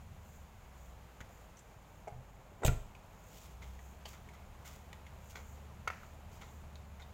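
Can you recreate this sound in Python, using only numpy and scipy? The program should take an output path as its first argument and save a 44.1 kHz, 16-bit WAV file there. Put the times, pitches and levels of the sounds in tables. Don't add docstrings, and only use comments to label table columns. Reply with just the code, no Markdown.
import sys
import numpy as np
from scipy import signal
from scipy.fft import rfft, irfft, next_fast_len
from scipy.io import wavfile
from scipy.ndimage import uniform_filter1d

SR = 44100
rng = np.random.default_rng(int(sys.argv[2]) if len(sys.argv) > 2 else 0)


def wav_record(signal):
    frames = np.transpose(np.atleast_2d(signal))
    bounded = np.clip(frames, -1, 1)
    quanta = np.round(bounded * 32767).astype(np.int16)
    wavfile.write(sys.argv[1], SR, quanta)


N = 314433
T = np.arange(N) / SR

# start_s, level_db, contact_s
PANEL_PUSHES = [(1.21, -30, 0.0028), (2.121, -26, 0.0045), (2.6492, -3, 0.0064), (2.69, -7, 0.0061)]
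# start_s, level_db, contact_s
BUFFER_STOPS = [(2.678, -2.5, 0.00482)]
# pitch_hz, level_db, fade_s
PANEL_TONES = [(54.3, -39.5, 0.51), (77.6, -23.5, 0.36), (105.4, -29, 0.26), (130, -21.5, 0.22),
               (155, -24, 0.066), (176, -37, 0.15), (243.6, -36, 0.36)]
# start_s, level_db, length_s
AIR_PUSHES = [(2.641, -14, 0.017), (2.677, 7, 0.0096)]
# pitch_hz, level_db, fade_s
CABIN_TONES = [(26.7, -36, 0.42)]
# start_s, knock_db, contact_s, seal_db
FRAME_HITS = [(2.517, -22.5, 0.0014, -78), (2.603, -23, 0.0018, -63), (2.619, -10, 0.0014, -45),
              (2.6305, -9, .0007, -39.5), (2.634, -3, 0.00015, -44), (2.644, -5.5, 0.00094, -34.5),
              (2.677, -17, 0.000099, -37), (2.690, -6.5, 0.00057, -45.5), (2.717, -18, 0.0015, -48)]
# pitch_hz, level_db, fade_s
SHELL_TONES = [(316, -59, 0.29), (407, -36.5, 0.16), (438, -40, 0.2), (480, -47, 0.2), (582.4, -37, 0.16),
               (694, -38.5, 0.1), (777, -41, 0.1), (1390, -30, 0.049), (1966, -37.5, 0.061)]
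# pitch_hz, level_db
SQUASH_COLOUR = [(200, 4), (400, 3), (650, 6.5), (1050, -2.5), (1400, -13), (1750, -9), (2300, -13),
                 (3200, -33), (4500, -31), (7000, -25), (16000, -49)]
# start_s, rasp_db, ring_db
LATCH_SNAPS = [(2.6365, -57, -49), (2.6488, -33.5, -34.5), (2.6624, -31.5, -41), (2.673, -37.5, -51)]
# pitch_hz, level_db
RASP_COLOUR = [(900, -28), (2100, -5), (2800, -1.5), (3700, -6.5), (4400, -8.5), (5600, -11), (6400, 0),
               (7500, -2), (8700, -6.5), (10800, -17.5), (13500, -5.5), (16000, -12)]
# pitch_hz, level_db, fade_s
LATCH_TONES = [(3710, -2, 0.032), (6600, -11, 0.031), (7500, 0, 0.034), (7700, -1, .04)]
# start_s, level_db, rise_s, fade_s
EDGE_CLASH = [(2.679, -34, 0.0013, 0.047)]
# pitch_hz, level_db
EDGE_COLOUR = [(900, -26), (1400, 15), (1750, -8), (2300, 6), (3000, 3.5), (4200, -11), (6400, -5),
               (9000, -34), (16000, -32)]
# start_s, level_db
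HANDLE_SNAPS = [(2.0728, -5.5), (2.0772, -1), (2.0822, 0.5)]
# pitch_hz, level_db, fade_s
HANDLE_TONES = [(457, -53, 0.042), (707, -34.5, 0.029), (810, -48, 0.05), (1235, -53, 0.041),
                (1500, -55, .03), (2150, -46, 0.02)]

# start_s, level_db, contact_s
CLACK_HITS = [(5.8746, 1, 0.00056), (5.8770, 2, 0.00012), (5.9019, -1, 0.00028)]
# pitch_hz, level_db, fade_s
CLACK_TONES = [(588.4, -71, 0.046), (775, -40, 0.035), (1060, -38, 0.016), (1330, -33, 0.038),
               (1406, -33.5, 0.028), (1945, -37.5, 0.033), (2150, -36.5, 0.036), (2640, -46, 0.044),
               (2930, -64, 0.019), (4490, -44, 0.016), (6060, -44, .015), (6350, -43.5, 0.018)]
# start_s, level_db, rise_s, fade_s
CRUNCHES = [(5.8745, -40, 0.0006, 0.025), (5.877, -35, 0.0023, 0.036), (5.902, -46, 0.00054, 0.079),
            (5.912, -54, 0.0046, 0.6)]
# pitch_hz, level_db
CRUNCH_COLOUR = [(330, -34), (750, 7), (1100, -2), (1400, 3.5), (1750, 4.5), (2250, 3), (2900, -6),
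                 (3500, -12.5), (6500, -12), (9000, -25), (16000, -21)]
# start_s, sole_db, grit_db, fade_s
FOOTSTEPS = [(3.617, -55.5, -68, 0.16), (4.13, -56, -68, 0.11), (4.33, -63, -73, .28),
             (4.645, -60, -81, 0.53), (5.352, -52.5, -67, .2), (6.410, -55, -68, 0.28),
             (6.995, -57.5, -78, 0.12)]
# pitch_hz, level_db
SOLE_COLOUR = [(400, -1), (1000, -1), (1450, 5.5), (1700, -10), (2100, 7.5), (2600, -9.5), (3300, -3),
               (5000, -15), (7000, -8), (9500, -55), (16000, -52)]
# start_s, level_db, rise_s, fade_s
CLOTH_SWISHES = [(3.25, -62.5, 0.13, .5), (3.405, -62.5, .025, 0.37), (3.62, -69.5, 0.055, 0.54),
                 (4.054, -57, 0.032, 0.29), (4.642, -58.5, 0.02, .5), (5.296, -54.5, 0.014, 0.073),
                 (6.30, -69, .032, 0.78)]
# pitch_hz, level_db
SWISH_COLOUR = [(1200, -32), (2100, 4), (3100, 6.5), (4300, 0.5), (5500, 4.5), (7000, 8), (9000, -3.5),
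                (11500, -3.5), (14000, 1.5), (16000, 0)]
# start_s, level_db, fade_s, pitch_hz
SMALL_TICKS = [(1.204, -45, 0.024, 1390), (1.209, -47.5, .06, 1945), (1.569, -58.5, 0.12, 6350),
               (1.59, -55.5, 0.036, 7300), (2.950, -50.5, 0.029, 2620), (3.622, -58, 0.12, 2160),
               (3.79, -52, 0.026, 1850), (4.053, -48, 0.082, 3018), (4.055, -48, 0.04, 4475),
               (4.061, -53, .033, 2000), (4.287, -54.5, 0.054, 2110), (4.929, -39.5, 0.02, 2050),
               (5.065, -51.5, 0.056, 2120), (6.032, -52, 0.055, 1360), (6.755, -50, 0.023, 3940),
               (7.019, -53.5, 0.069, 3700)]
# pitch_hz, level_db
CRACK_COLOUR = [(300, 5), (900, 10.5), (1400, 0), (2050, 4.5), (2500, -5), (3000, 4), (4000, -5.5),
                (4800, -11.5), (5600, -10.5), (6800, 1.5), (9000, -26), (14000, -15), (16000, -23)]

# time_s, rumble_db, tyre_db
TRAFFIC_LEVELS = [(0.0, -66.5, -62.5), (1.17, -70, -61.5), (6.02, -66, -60.5), (7.13, -66.5, -61)]
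# pitch_hz, level_db
RUMBLE_COLOUR = [(11, -39), (20, -6.5), (42, 3), (65, -7.5), (85, 4), (125, -2), (150, -3), (200, -6),
                 (260, -15.5), (300, -45), (390, -49)]
# pitch_hz, level_db
TYRE_COLOUR = [(160, -20), (280, -4.5), (343, -6), (406, -3), (560, -2), (600, -1.5), (747, -1), (856, -1),
               (1800, -11.5), (2320, -11.5), (4570, -22), (6750, -23.5), (8850, -27.5), (15200, -26.5),
               (16000, -34)]
# time_s, level_db
TREBLE_LEVELS = [(0.0, -67.5), (1.53, -69), (2.42, -72.5), (3.33, -68.5), (7.13, -69.5)]
# time_s, firing_hz
ENGINE_SPEED = [(0.0, 75.6), (0.3, 74.4), (0.67, 64.15), (2.1, 50.1), (2.8, 49.46), (3.22, 51.5),
                (3.43, 59.55), (3.99, 66.7), (5.2, 68.95), (5.98, 75), (7.13, 70.8)]
# multiple_of_firing_rate, level_db
ENGINE_TONES = [(1, 2), (2, -23.5), (3, -15.5)]
# pitch_hz, width_hz, boost_db
EXHAUST_BOOMS = [(62.8, 1.95, 8.5), (71.55, 1.9, 4.6)]
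# peak_s, level_db
INSECT_CALLS = [(.33, -72.5), (.85, -75), (1.38, -76.5), (1.98, -83.5), (3.28, -73.5), (3.87, -73),
                (4.8, -84), (5.3, -71.5), (5.48, -70), (6.05, -77), (6.53, -74.5)]
# pitch_hz, level_db
HISS_COLOUR = [(5000, -29), (6200, -7.5), (6750, -2), (7250, -3.5), (7800, -11.5), (8800, -18.5),
               (11500, -23), (13600, -10), (16000, -15.5)]
# delay_s, level_db
ECHOES = [(0.011, -15), (0.023, -32), (.033, -24), (0.058, -26)]


def door_boom():
    force = blows(shudder() + PANEL_PUSHES) - blows(BUFFER_STOPS)
    return ring(force, PANEL_TONES) + ring(blows(AIR_PUSHES), CABIN_TONES)


def shudder(count=7, start_s=2.1455, gap_s=0.008, contact_s=0.0058):
    pushes = []
    for k, place in enumerate(np.linspace(-1, 1, count)):
        db = -33 + 1.5 * place ** 2 + 2 * rng.standard_normal()
        pushes.append((start_s + k * gap_s, db, contact_s))
    return pushes


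def door_clatter(seal_rise_s=0.0035, seal_fade_s=0.1):
    knocks = blows([(s, db, contact) for s, db, contact, _ in FRAME_HITS])
    shell = low_cut(ring(knocks, SHELL_TONES), hz=181)
    squashes = bursts([(s, db, seal_rise_s, seal_fade_s) for s, _, _, db in FRAME_HITS])
    seal = squashes * noise(SQUASH_COLOUR)
    return shell + seal + door_latch() + bursts(EDGE_CLASH) * noise(EDGE_COLOUR)


def door_latch(rise_s=0.0008, fade_s=0.049, contact_s=0.00005):
    slides = bursts([(s, db, rise_s, fade_s) for s, db, _ in LATCH_SNAPS])
    strikes = blows([(s, db, contact_s) for s, _, db in LATCH_SNAPS])
    return slides * noise(RASP_COLOUR, grain_db=1.5) + ring(strikes, LATCH_TONES)


def door_handle(contact_s=0.00037, gap_s=0.0208, spring_hz=6760, spring_width_hz=880):
    grip = (1.3, -16, 0.0011)   # start_s, level_db, contact_s
    home_s = HANDLE_SNAPS[-1][0]
    bounces = [(home_s + (k + 1) * gap_s, -13 - 2 * k) for k in range(3)]
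    knocks = blows([grip] + [(s, db, contact_s) for s, db in HANDLE_SNAPS + bounces])
    body = low_cut(ring(knocks, HANDLE_TONES), hz=337)
    rise_s, fade_s = 0.0008, 0.034
    spring_level = bursts([(s, db - 60, rise_s, fade_s) for s, db in HANDLE_SNAPS])
    spring = narrow_band(rng.standard_normal(N), spring_hz, sharpness=spring_hz / spring_width_hz)
    return body + spring_level * spring


def clack():
    body = low_cut(ring(blows(CLACK_HITS), CLACK_TONES), hz=583)
    crunch = bursts(CRUNCHES) * noise(CRUNCH_COLOUR, grain_db=2.5)
    return body + crunch


def walking(rise_s=0.0055, boost_db=2.0, flutter_db=1.34):
    scuffs = bursts([(s, db, rise_s, fade) for s, db, _, fade in FOOTSTEPS])
    grit = [(s, db, rise_s, fade) for s, _, db, fade in FOOTSTEPS]
    steps = scuffs * noise(SOLE_COLOUR, grain_db=5.0)
    rustle = bursts(CLOTH_SWISHES + grit) * noise(SWISH_COLOUR, grain_db=5.5)
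    return (steps + rustle) * from_db(boost_db + flutter_db * drift(rate_hz=23))


def ticks(rise_s=0.0016, ring_db=-2.0, crack_db=-5.5):
    crack = from_db(crack_db) * noise(CRACK_COLOUR, grain_db=4.0)
    hiss = rng.standard_normal(N)
    sound = np.zeros(N)
    for s, db, fade, hz in SMALL_TICKS:
        tone = from_db(ring_db) * narrow_band(hiss, hz, sharpness=13)
        sound += bursts([(s, db, rise_s, fade)]) * (crack + tone)
    return sound


def traffic(rumble_boost_db=10.0, flutter_db=0.5):
    rumble_db, tyre_db = in_time(TRAFFIC_LEVELS)
    treble_db, = in_time(TREBLE_LEVELS)
    rumble = from_db(rumble_db + rumble_boost_db) * noise(RUMBLE_COLOUR)
    tyres = from_db(tyre_db + flutter_db * drift(rate_hz=8.3)) * noise(TYRE_COLOUR)
    treble_change = from_db(treble_db - treble_db.mean()) - 1
    return rumble + tyres + treble_change * low_cut(tyres, hz=2400, order=1)


def far_engine(base_db=-58.5, cruise_hz=70.4, smooth_s=0.62, waver=0.00798, flutter_db=1.5):
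    hz, = in_time(ENGINE_SPEED)
    speed_db = 0.25 * (hz - cruise_hz)
    pull_db = 0.1374 * uniform_filter1d(np.gradient(hz) * SR, int(smooth_s * SR))
    exhaust_db = sum(db / (1 + ((hz - centre) / width) ** 2) for centre, width, db in EXHAUST_BOOMS)
    level_db = base_db + speed_db + pull_db + exhaust_db
    phase = 2 * np.pi * np.cumsum(hz * (1 + waver * drift(rate_hz=10.8))) / SR
    drone = sum(from_db(db) * np.sin(multiple * phase) for multiple, db in ENGINE_TONES)
    return from_db(level_db + flutter_db * drift(rate_hz=11.0)) * unit_level(drone)


def insects(swell_width_s=0.073, steady_db=-80.5, boost_db=3.5, flutter_db=1.5):
    swells = sum(from_db(db) ** 2 * np.exp(-((T - s) / swell_width_s) ** 2) for s, db in INSECT_CALLS)
    level = np.sqrt(from_db(steady_db) ** 2 + swells)
    return level * from_db(boost_db + flutter_db * drift(rate_hz=110)) * noise(HISS_COLOUR)


def garden(x, early_db, early_fade_s, late_db, late_fade_s, dull_hz):
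    age = T[:SR]
    echo = np.zeros(SR)
    for db, fade in ((early_db, early_fade_s), (late_db, late_fade_s)):
        tail = rng.standard_normal(SR) * from_db(-60 * age / fade) * np.minimum(age / .012, 1)
        echo += from_db(db) * tail / np.linalg.norm(tail)
    for delay, db in ECHOES:
        echo[int(delay * SR)] += from_db(db)
    echo = signal.sosfilt(signal.butter(1, dull_hz, fs=SR, output="sos"), echo)
    return x + signal.fftconvolve(x, echo)[:N]


def blows(rows):
    force = np.zeros(N)
    for s, db, contact in rows:
        start = int(s * SR)
        progress = (np.arange(int(contact * SR) + 1) + .5) / (contact * SR)
        hump = np.sin(np.pi * np.minimum(progress, 1)) ** 2
        force[start:start + len(hump)] += from_db(db) * hump / (hump.sum() + 1e-12)
    return force


def ring(force, tones):
    age = T[:SR // 2]
    ringing = sum(from_db(db - 60 * age / fade) * np.sin(2 * np.pi * hz * age) for hz, db, fade in tones)
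    return signal.fftconvolve(force, ringing)[:N]


def bursts(rows):
    power = np.zeros(N)
    for s, db, rise, fade in rows:
        start = int(s * SR)
        age = T[:min(N - start, int((rise + fade) * SR))]
        swell = np.minimum(age / rise, 1)
        decay = from_db(db - 60 * np.maximum(age - rise, 0) / fade)
        power[start:start + len(age)] += (swell * decay) ** 2
    return np.sqrt(power)


def noise(colour, grain_db=0):
    size = next_fast_len(N)
    hz, db = np.transpose(colour)
    log_hz = np.log(np.fft.rfftfreq(size, 1 / SR) + 1)
    outside = np.maximum(np.log(hz[0]) - log_hz, 0) + np.maximum(log_hz - np.log(hz[-1]), 0)
    shape = from_db(np.interp(log_hz, np.log(hz), db) - 40 * outside)
    clicks = rng.standard_normal(size) * from_db(grain_db * np.minimum(rng.exponential(1, size), 5))
    return unit_level(irfft(rfft(clicks) * shape, size)[:N])


def drift(rate_hz):
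    hz = np.fft.rfftfreq(8192, 1 / 1000)
    wobble = irfft(rfft(rng.standard_normal(8192)) / (1 + (hz / rate_hz) ** 2))
    return np.interp(T, np.arange(len(wobble)) / 1000, unit_level(wobble))


def narrow_band(x, hz, sharpness):
    return unit_level(signal.lfilter(*signal.iirpeak(hz, sharpness, fs=SR), x))


def low_cut(x, hz, order=2):
    return signal.sosfilt(signal.butter(order, hz, "high", fs=SR, output="sos"), x)


def in_time(rows):
    times, *columns = np.transpose(rows)
    return [np.interp(T, times, column) for column in columns]


def from_db(db):
    return 10 ** (np.asarray(db) / 20)


def unit_level(x):
    return x / np.sqrt(np.mean(x ** 2) + 1e-20)


def scene():
    near = door_handle() + door_clatter() + ticks() + walking()
    near = garden(near, early_db=-14, early_fade_s=0.45, late_db=-16.5, late_fade_s=0.51, dull_hz=17000)
    far = garden(clack(), early_db=-21, early_fade_s=0.14, late_db=-23, late_fade_s=0.95, dull_hz=8000)
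    boom = garden(door_boom(), early_db=-26, early_fade_s=0.69, late_db=-21, late_fade_s=0.95, dull_hz=900)
    return (near + far + boom + traffic() + far_engine() + insects())[None]


def record(dry, cutoff_hz=15900):
    return signal.sosfilt(signal.ellip(10, .1, 70, cutoff_hz, fs=SR, output="sos"), dry)


dry = scene()
out = record(dry)
wav_record(out)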